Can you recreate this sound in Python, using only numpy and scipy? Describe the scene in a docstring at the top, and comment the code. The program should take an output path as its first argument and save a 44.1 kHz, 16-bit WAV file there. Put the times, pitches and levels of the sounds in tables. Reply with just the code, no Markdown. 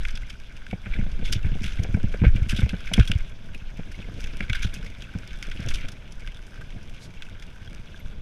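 """First come low heaving and short rattles, then thumps and tyre rumble: a bicycle rides a rooty dirt trail.
The microphone sits shut in a hard case on the rider's chest, close to every blow and loose part.
Heave and tyres are shaped noise; roots, stones and pebbles ring the modes of chest and mount.
Chain, cables and clips are bursts of tiny contacts and narrow buzzes, coloured by the case resonances.
Behind them lie a faint rush of wind and one soft swish of grass on the frame."""
import sys
import numpy as np
from scipy import signal
from scipy.fft import rfft, irfft, next_fast_len
from scipy.io import wavfile

SR = 44100
rng = np.random.default_rng(int(sys.argv[2]) if len(sys.argv) > 2 else 0)


def pcm_store(signal):
    """Save signal as 16-bit PCM."""
    levels = np.round(np.clip(np.atleast_2d(signal), -1, 1) * 32767)
    wavfile.write(sys.argv[1], SR, levels.astype(np.int16).T)


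N = 362061

# the ride along the trail: t/s, heave level/dB, reference level of the loose chatter/dB
RIDE = [(0, -20.5, -42), (0.35, -34, -49), (0.82, -34, -48), (0.9, -22, -45), (1.5, -23.5, -44.5),
        (2.25, -20, -45), (2.6, -22.5, -46), (2.82, -35, -43.5), (3.0, -20, -39.5), (3.38, -39.5, -49),
        (3.952, -30.5, -46.5), (4.251, -28.5, -42), (4.6, -24.5, -45.5), (5.1, -41, -47),
        (5.722, -21.5, -39.5), (5.95, -36, -47.5), (7.0, -37, -49), (8.21, -34.5, -49.5)]
# roots and stones under the wheels: t/s, peak level/dB, hardness/(dB per octave)
THUMPS = [(0.728, -19, 2.5), (0.859, -32, 13.5), (0.987, -14.5, -0.5), (1.063, -26, 0.5),
          (1.191, -27.5, 3.5), (1.357, -15, -7.5), (1.446, -15.5, -8.5), (1.46, -16.5, -2.5),
          (1.517, -20.5, -5), (1.552, -23, 1.5), (1.61, -21.5, -0.5), (1.652, -23, -4), (1.792, -13, -6.5),
          (1.845, -28, 11.5), (1.889, -17.5, -6.5), (1.942, -7.5, -2.5), (1.97, -22, 1.5),
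          (2.037, -11, -3.5), (2.14, -21.5, 11), (2.217, -8, -1.5), (2.236, -12.5, 5.5),
          (2.266, -0.5, -17.5), (2.35, -11.5, -5.5), (2.418, -11.5, -14.5), (2.527, -15.5, -4),
          (2.587, -13, -0.5), (2.618, -22, 6.5), (2.631, -7.5, -12), (2.66, -26, 7), (2.731, -17, 3.5),
          (2.914, -22, 6.5), (2.978, -10, 7), (2.991, -1.5, -11), (3.097, -17, -0.5), (3.154, -11.5, -15),
          (3.791, -21, 2.5), (4.403, -24, 9.5), (4.498, -17.5, -10.5), (4.648, -16, -5),
          (5.151, -18.5, 0.5), (5.592, -21, 1), (6.76, -28.5, 0.5)]
# chain and clip slaps: t/s, drive level/dB, treble relative to it/dB, t60/ms
SLAPS = [(0.0504, -17.5, -19, 20), (0.083, -24.5, -13, 40), (0.153, -33, -3, 46), (0.173, -23.5, -11, 24),
         (0.2955, -32, -9, 92), (0.618, -35, -27, 15), (0.666, -26, -25, 12), (0.71, -27, -16, 22),
         (0.918, -32, -31, 145), (1.0132, -35, -35, 7.3), (1.25, -28, -7, 170), (1.3213, -19.5, 1, 100),
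         (1.6287, -30.5, -8.5, 410), (1.8333, -27, 1, 29), (2.239, -25.5, -33, 130), (2.359, -31, -21, 120),
         (2.4845, -23.5, -7.5, 260), (2.559, -27, -4.5, 240), (2.69, -25.5, -10, 55),
         (2.778, -42, -14, 150), (2.868, -28, -20, 55), (2.934, -16, -2, 58), (2.994, -15.5, -15, 81),
         (3.0738, -27, -3.5, 72), (3.116, -8.5, -12.5, 13.7), (4.24, -25, -5.5, 21), (4.27, -28, -14, 26),
         (4.406, -14.5, -29, 13.4), (4.4246, -27.5, -17, 64), (4.4958, -14, -19.5, 35),
         (4.53, -13.5, -18, 28), (4.544, -23.5, -16, 160), (4.619, -23.5, -8.5, 200), (4.739, -36, 8, 49),
         (4.862, -33, -10, 49), (5.0211, -22, -13.5, 15), (5.4266, -19, -11, 9.8), (5.5137, -18, -19, 34),
         (5.6846, -22.5, -2, 51), (5.737, -23, -3.5, 110), (5.703, -27, -27, 83), (5.8837, -30, -1, 46),
         (5.917, -47.5, 13, 45), (6.121, -46, 11.5, 31), (6.2743, -21, -18, 14), (7.2205, -27, -16, 36),
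         (7.423, -31, -9.5, 29), (7.7482, -45.5, 4, 8)]
# modes of chest and mount under a blow: f/Hz, level/dB before hardness, t60/s
MOUNT = [(47.3, -5.5, 0.032), (66, -5.5, 0.082), (96.4, 2.5, 0.066), (181.3, 1, 0.054), (317, -19.5, 0.071),
         (471.5, -17.5, 0.054), (687, -17.5, 0.036), (1030, -27.5, 0.015)]
# resonances of the case walls, two lower and two upper: f/Hz, width of one filter pass/Hz, level/dB
CASE_WALLS = [(1523, 394, 1.5), (2238, 510, 2), (2703, 1210, 2), (3396, 700, -2)]
# treble resonances of the case: f/Hz, width of one filter pass/Hz, level/dB
CASE_TREBLE = [(4980, 1340, 8.5), (5960, 1430, 7), (8200, 5800, 2), (10500, 1000, -7.5),
               (12100, 7500, -10.5)]
# spectrum of the tyre rumble: f/Hz, relative level per Hz/dB
RUMBLE_SPECTRUM = [(45, -2.5), (110, -6), (200, -10.5), (330, -20.5), (700, -25)]
# spectrum of the wind at the case: f/Hz, relative level per Hz/dB
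WIND_SPECTRUM = [(200, 1), (950, 3), (4000, -18), (9000, -47), (14800, -21)]
# grass sweeping the frame: t/s, length/s, level/dB
GRASS_SWEEPS = [(6.988, 0.1, -50.5)]
# loose parts ringing on one note: t/s, peak level/dB, f/Hz, t60/ms
PINGS = [(1.237, -34.5, 3430, 190), (2.937, -20, 3370, 48), (3.075, -21, 3320, 18), (3.5455, -31, 2550, 24),
         (4.547, -23, 1610, 44), (6.609, -36.5, 1590, 49), (7.942, -37, 1580, 35), (7.994, -53, 12500, 40)]
# notes of the small random pings, before detuning: f/Hz
PING_NOTES_HZ = [1534, 2150, 2610, 3410]

WIND_DB = -59.5   # at the mean rumble level
# rumble at mean heave and chatter once up to speed; rough ground shakes all three together (dB per dB)
RUMBLE_DB, RUMBLE_PER_HEAVE, RUMBLE_PER_CHATTER = -46, 0.13, 0.26
SLOW_DB, SPEED_UP_S = -6, 1   # the wheels roll softer until the bicycle has gathered speed
PEBBLES_PER_S = 5
PEBBLE_DB, PEBBLE_PER_HEAVE = -30.5, 0.82   # centre level at mean heave; dB per dB
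PEBBLE_SPREAD_DB = 7   # full range around the centre
PEBBLE_SOFTEST, PEBBLE_HARDEST = -7, 0   # dB per octave
PINGS_PER_S = 15
PING_DB, PING_T60_MS = 5, 14.7   # small pings: centre level above the chatter, decay
PING_WIDTH_HZ = 99
OVERLOAD = 0.92   # ceiling of the rounding, full scale 1
CUTOFF_HZ = 15350   # the low-pass is 60 dB down from here up


def from_db(db):
    """Amplitude ratio of a level in dB."""
    return 10 ** (np.asarray(db) / 20)


def rms_one(x):
    """Scale to rms 1."""
    return x / np.sqrt(np.mean(x ** 2) + 1e-20)


def drift(rate_hz):
    """Slow chance of rms 1: noise at every 40th sample through a double one-pole low-pass."""
    r = np.exp(-80 * np.pi * rate_hz / SR)
    noise = rng.standard_normal(N // 40 + 2002)
    slow = signal.lfilter([1], [1, -2 * r, r * r], noise)[2000:]   # drop the filter's start
    return np.interp(np.arange(N) / 40, np.arange(len(slow)), rms_one(slow))


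def coloured_noise(spectrum):
    """Noise with the given spectrum, joined on a log frequency scale; rms 1."""
    size = next_fast_len(N)
    hz, db = np.transpose(spectrum)
    bins_hz = np.arange(size // 2 + 1) * SR / size
    shape_db = np.interp(np.log(bins_hz + 1), np.log(hz), db, left=-90, right=-90)
    return rms_one(irfft(rfft(rng.standard_normal(size)) * from_db(shape_db), size)[:N])


def resonate(drive, cracks, peaks, uneven_db):
    """Single cracks and dense tiny contacts ring each resonance, caught unevenly from moment to moment."""
    out = 0
    for k, (hz, width, db) in enumerate(peaks):
        r = np.exp(-np.pi * width / SR)
        catch = from_db(uneven_db * drift(22.3))
        contacts = catch * drive * rng.standard_normal(N)
        struck = from_db(db) * (contacts + (-1) ** k * cracks)
        b = np.array([1, 0, -1]) * (1 - r * r) / 2
        a = [1, -2 * r * np.cos(2 * np.pi * hz / SR), r * r]
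        ring = signal.lfilter(b, a, signal.lfilter(b, a, struck))   # twice: steep flanks, dark valleys
        out = out + ring * 2 / np.sqrt((1 - r * r) * len(peaks))
    return out


def fade(x, t60_s):
    """Every click starts at once and dies away exponentially."""
    return signal.lfilter([1], [1, -from_db(-60 / (t60_s * SR))], x)


def wind(rumble_db):
    """Air rushes past the closed case, smooth and faint, a little stronger where the rumble is."""
    level_db = WIND_DB + 0.46 * (rumble_db - rumble_db.mean())
    return from_db(level_db) * coloured_noise(WIND_SPECTRUM)


def grass():
    """Grass sweeps the frame: a soft swish of high noise that swells and fades."""
    sweep = np.zeros(N)
    for s, length, db in GRASS_SWEEPS:
        swell = np.hanning(int(length * SR))
        at = round(s * SR)
        sweep[at:at + len(swell)] = from_db(db) * swell
    return sweep * coloured_noise([(3500, -5), (5000, -5), (12500, -23)])


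def heave(level_db):
    """The rider's chest pumps the air in the case, in uneven lumps of 6 to 27 Hz noise."""
    band = signal.butter(2, [6.0, 27.0], "band", fs=SR, output="sos")
    swell = signal.sosfilt(band, rng.standard_normal(N + SR))[SR:]
    lumps = from_db(2.2 * drift(12.0))
    return from_db(level_db) * rms_one(swell * lumps)


def tyres(level_db):
    """Knobbed rubber on dirt: a rumble that lurches with the small bumps, more so on rough ground."""
    lurch_db = np.clip(3.5 + 0.48 * (level_db - level_db.mean()), 0, 6)
    return from_db(level_db + lurch_db * drift(26.0)) * coloured_noise(RUMBLE_SPECTRUM)


def pebbles(rough_db):
    """Small bumps come at random, stronger where the ground is rough: rows like those of the roots."""
    place, spread, hardness = rng.random((round(PEBBLES_PER_S * N / SR), 3)).T
    at = (place * N).astype(int)
    db = PEBBLE_DB + PEBBLE_PER_HEAVE * rough_db[at] + PEBBLE_SPREAD_DB * (spread - 0.5)
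    hardness_db = np.interp(hardness, (0, 1), (PEBBLE_SOFTEST, PEBBLE_HARDEST))
    return np.transpose([at / SR, db, hardness_db]).tolist()


def thumps(blows):
    """A blow rings chest and mount; a hard stone favours the upper modes, a landing the lower."""
    out = np.zeros(N + SR)
    t = np.arange(int(0.15 * SR)) / SR
    chance = rng.standard_normal((len(blows), len(MOUNT), 2))
    judder = np.pad(drift(137.0), (0, SR))   # the loose upper modes judder into a rough crunch
    for (s, db, hardness_db), draws in zip(blows, chance):
        at = round(s * SR)
        thud = 0
        for (hz, level_db, t60), (detune, catch) in zip(MOUNT, draws):
            # rubber gives, and each mode takes half a cycle to build
            rise_s = 0.5 / hz + 0.0021
            swell = np.sin(np.pi / 2 * np.minimum(t / rise_s, 1)) ** 2
            tilt_db = hardness_db * np.log2(min(hz, 450) / 130)
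            gain = from_db(level_db + tilt_db - 60 * t / t60)
            if hz > 250:
                gain = gain * from_db(2 * catch) * (0.4 + 0.8 * judder[at:at + len(t)])
            thud = thud + swell * gain * np.sin(2 * np.pi * hz * (1 + 0.06 * detune) * t)
        push = np.sign(draws[0, 1])   # either polarity
        out[at:at + len(t)] += push * from_db(db) * thud / np.abs(thud).max()
    return out[:N]


def pings(chatter_db):
    """A loose part buzzes briefly on one narrow note; small ones come at random, the low note most often."""
    place, note, size, detune = rng.random((round(PINGS_PER_S * N / SR), 4)).T
    at = (place * N).astype(int)
    choice = (note ** 2 * len(PING_NOTES_HZ)).astype(int)
    small_hz = np.array(PING_NOTES_HZ)[choice] * (0.97 + 0.06 * detune)
    small_db = chatter_db[at] + PING_DB + 8.0 * (size - 0.5)
    small = zip(at / SR, small_db, small_hz, np.full(len(at), PING_T60_MS))
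    out = np.zeros(N + SR)
    ms = np.arange(int(0.15 * SR)) / SR * 1000
    r = np.exp(-np.pi * PING_WIDTH_HZ / SR)
    for s, db, hz, t60_ms in [*PINGS, *small]:
        envelope = np.minimum(ms / (0.075 * t60_ms), 1) * from_db(-60 * ms / t60_ms)
        buzz = envelope * rng.standard_normal(len(ms))
        ring = signal.lfilter([1, 0, -1], [1, -2 * r * np.cos(2 * np.pi * hz / SR), r * r], buzz)
        start = round(s * SR)
        out[start:start + len(ms)] += from_db(db) * ring / np.abs(ring).max()
    return out[:N]


def rattle(chatter_db, blows):
    """Slaps and small loose knocks are bursts of tiny contacts, heard through the case."""
    # rows: lower wall modes, upper wall modes, treble
    drive, cracks = np.zeros((3, N + SR)), np.zeros((3, N))
    ms = np.arange(int(0.2 * SR)) / SR * 1000
    stutter_db = np.pad(drift(87.0), (0, SR))   # a long slap breaks up into separate hits
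    for s, db, treble_db, t60_ms in SLAPS:
        length, at = max(t60_ms, 8), round(s * SR)
        lean_db = 0.4 * (treble_db + 14.0)   # bright slaps lean to the upper wall modes, dull ones to the lower
        gains = from_db([db - lean_db, db + lean_db, db + treble_db])
        swell = np.minimum(ms / (0.063 * length), 1)   # long slaps swell in
        dying_db = np.outer([1, 1, 1.5], 60 * ms / length)   # the treble dies sooner
        breakup_db = 4.1 * min(length / 70, 1) * stutter_db[at:at + len(ms)]
        drive[:, at:at + len(ms)] += gains[:, None] * swell * from_db(-10.0 - dying_db + breakup_db)
        cracks[:, at] = gains * 2.7 * min(1, (8.8 / length) ** 2)   # short ones open with one hard crack

    # a hard blow also jolts the lower wall modes with a tick and a short crunch
    for s, db, hardness_db in blows:
        at = round(s * SR)
        cracks[0, at] += from_db(db + 2.3 * hardness_db - 17.0)
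        drive[0, at:at + len(ms)] += from_db(db + 1.26 * hardness_db - 27.0 - 60 * ms / 57.0)

    # small knocks at random, a few much louder than the rest
    busy_db = chatter_db - chatter_db.mean()
    knocks_per_s = 90.0 * from_db(4.0 * drift(5) + 0.6 * busy_db)
    born = rng.random(N) < knocks_per_s / SR
    sizes = born * from_db(3.44 * np.minimum(rng.exponential(1, N), 2.5))
    bright = rng.random(N) ** 3 * from_db(5.5)   # few knocks reach the treble
    bed = from_db(chatter_db)
    # the finest hiss follows the ground only in part
    steady = from_db(0.74 * chatter_db + 0.41 * chatter_db.mean())
    loose = bed * (0.34 * from_db(0.56 * drift(42.0)) + 0.35 * fade(sizes, 0.0063))
    cracks[2] += 0.92 * bed * sizes * bright
    cracks[:2] += 1.8 * bed * sizes   # each knock opens with a tick
    bright_knocks = 0.14 * bed * from_db(0.99 * busy_db) * fade(sizes * bright, 0.02)
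    treble = drive[2, :N] + from_db(-7.5) * (0.32 * steady + bright_knocks)

    lower = resonate(drive[0, :N] + loose, cracks[0], CASE_WALLS[:2], uneven_db=3.0)
    upper = resonate(drive[1, :N] + loose, cracks[1], CASE_WALLS[2:4], uneven_db=3.0)
    return (lower + upper) / np.sqrt(2) + resonate(treble, cracks[2], CASE_TREBLE, uneven_db=2.4)


def scene():
    """Heave and chatter follow the ride; rough ground also drives rumble, pebbles and wind."""
    t = np.arange(N) / SR
    ride_s, *columns = np.transpose(RIDE)
    heave_db, chatter_db = [np.interp(t, ride_s, column) for column in columns]
    rough_db = heave_db - heave_db.mean()
    busy_db = chatter_db - chatter_db.mean()
    slow_db = SLOW_DB * np.clip(1 - t / SPEED_UP_S, 0, 1)
    rumble_db = RUMBLE_DB + slow_db + RUMBLE_PER_HEAVE * rough_db + RUMBLE_PER_CHATTER * busy_db
    blows = THUMPS + pebbles(rough_db + 2 * slow_db)
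    background = wind(rumble_db) + grass()
    ground = heave(heave_db) + tyres(rumble_db) + thumps(blows)
    loose_parts = pings(chatter_db) + rattle(chatter_db, blows)
    return (background + ground + loose_parts)[None]


def record(dry):
    """The loudest blows are rounded, the top is cut."""
    rounded = dry / (1 + np.abs(dry / OVERLOAD) ** 4) ** 0.25
    low_pass = signal.cheby2(12, 60, CUTOFF_HZ, fs=SR, output="sos")
    return signal.sosfilt(low_pass, rounded)


dry = scene()
out = record(dry)
pcm_store(out)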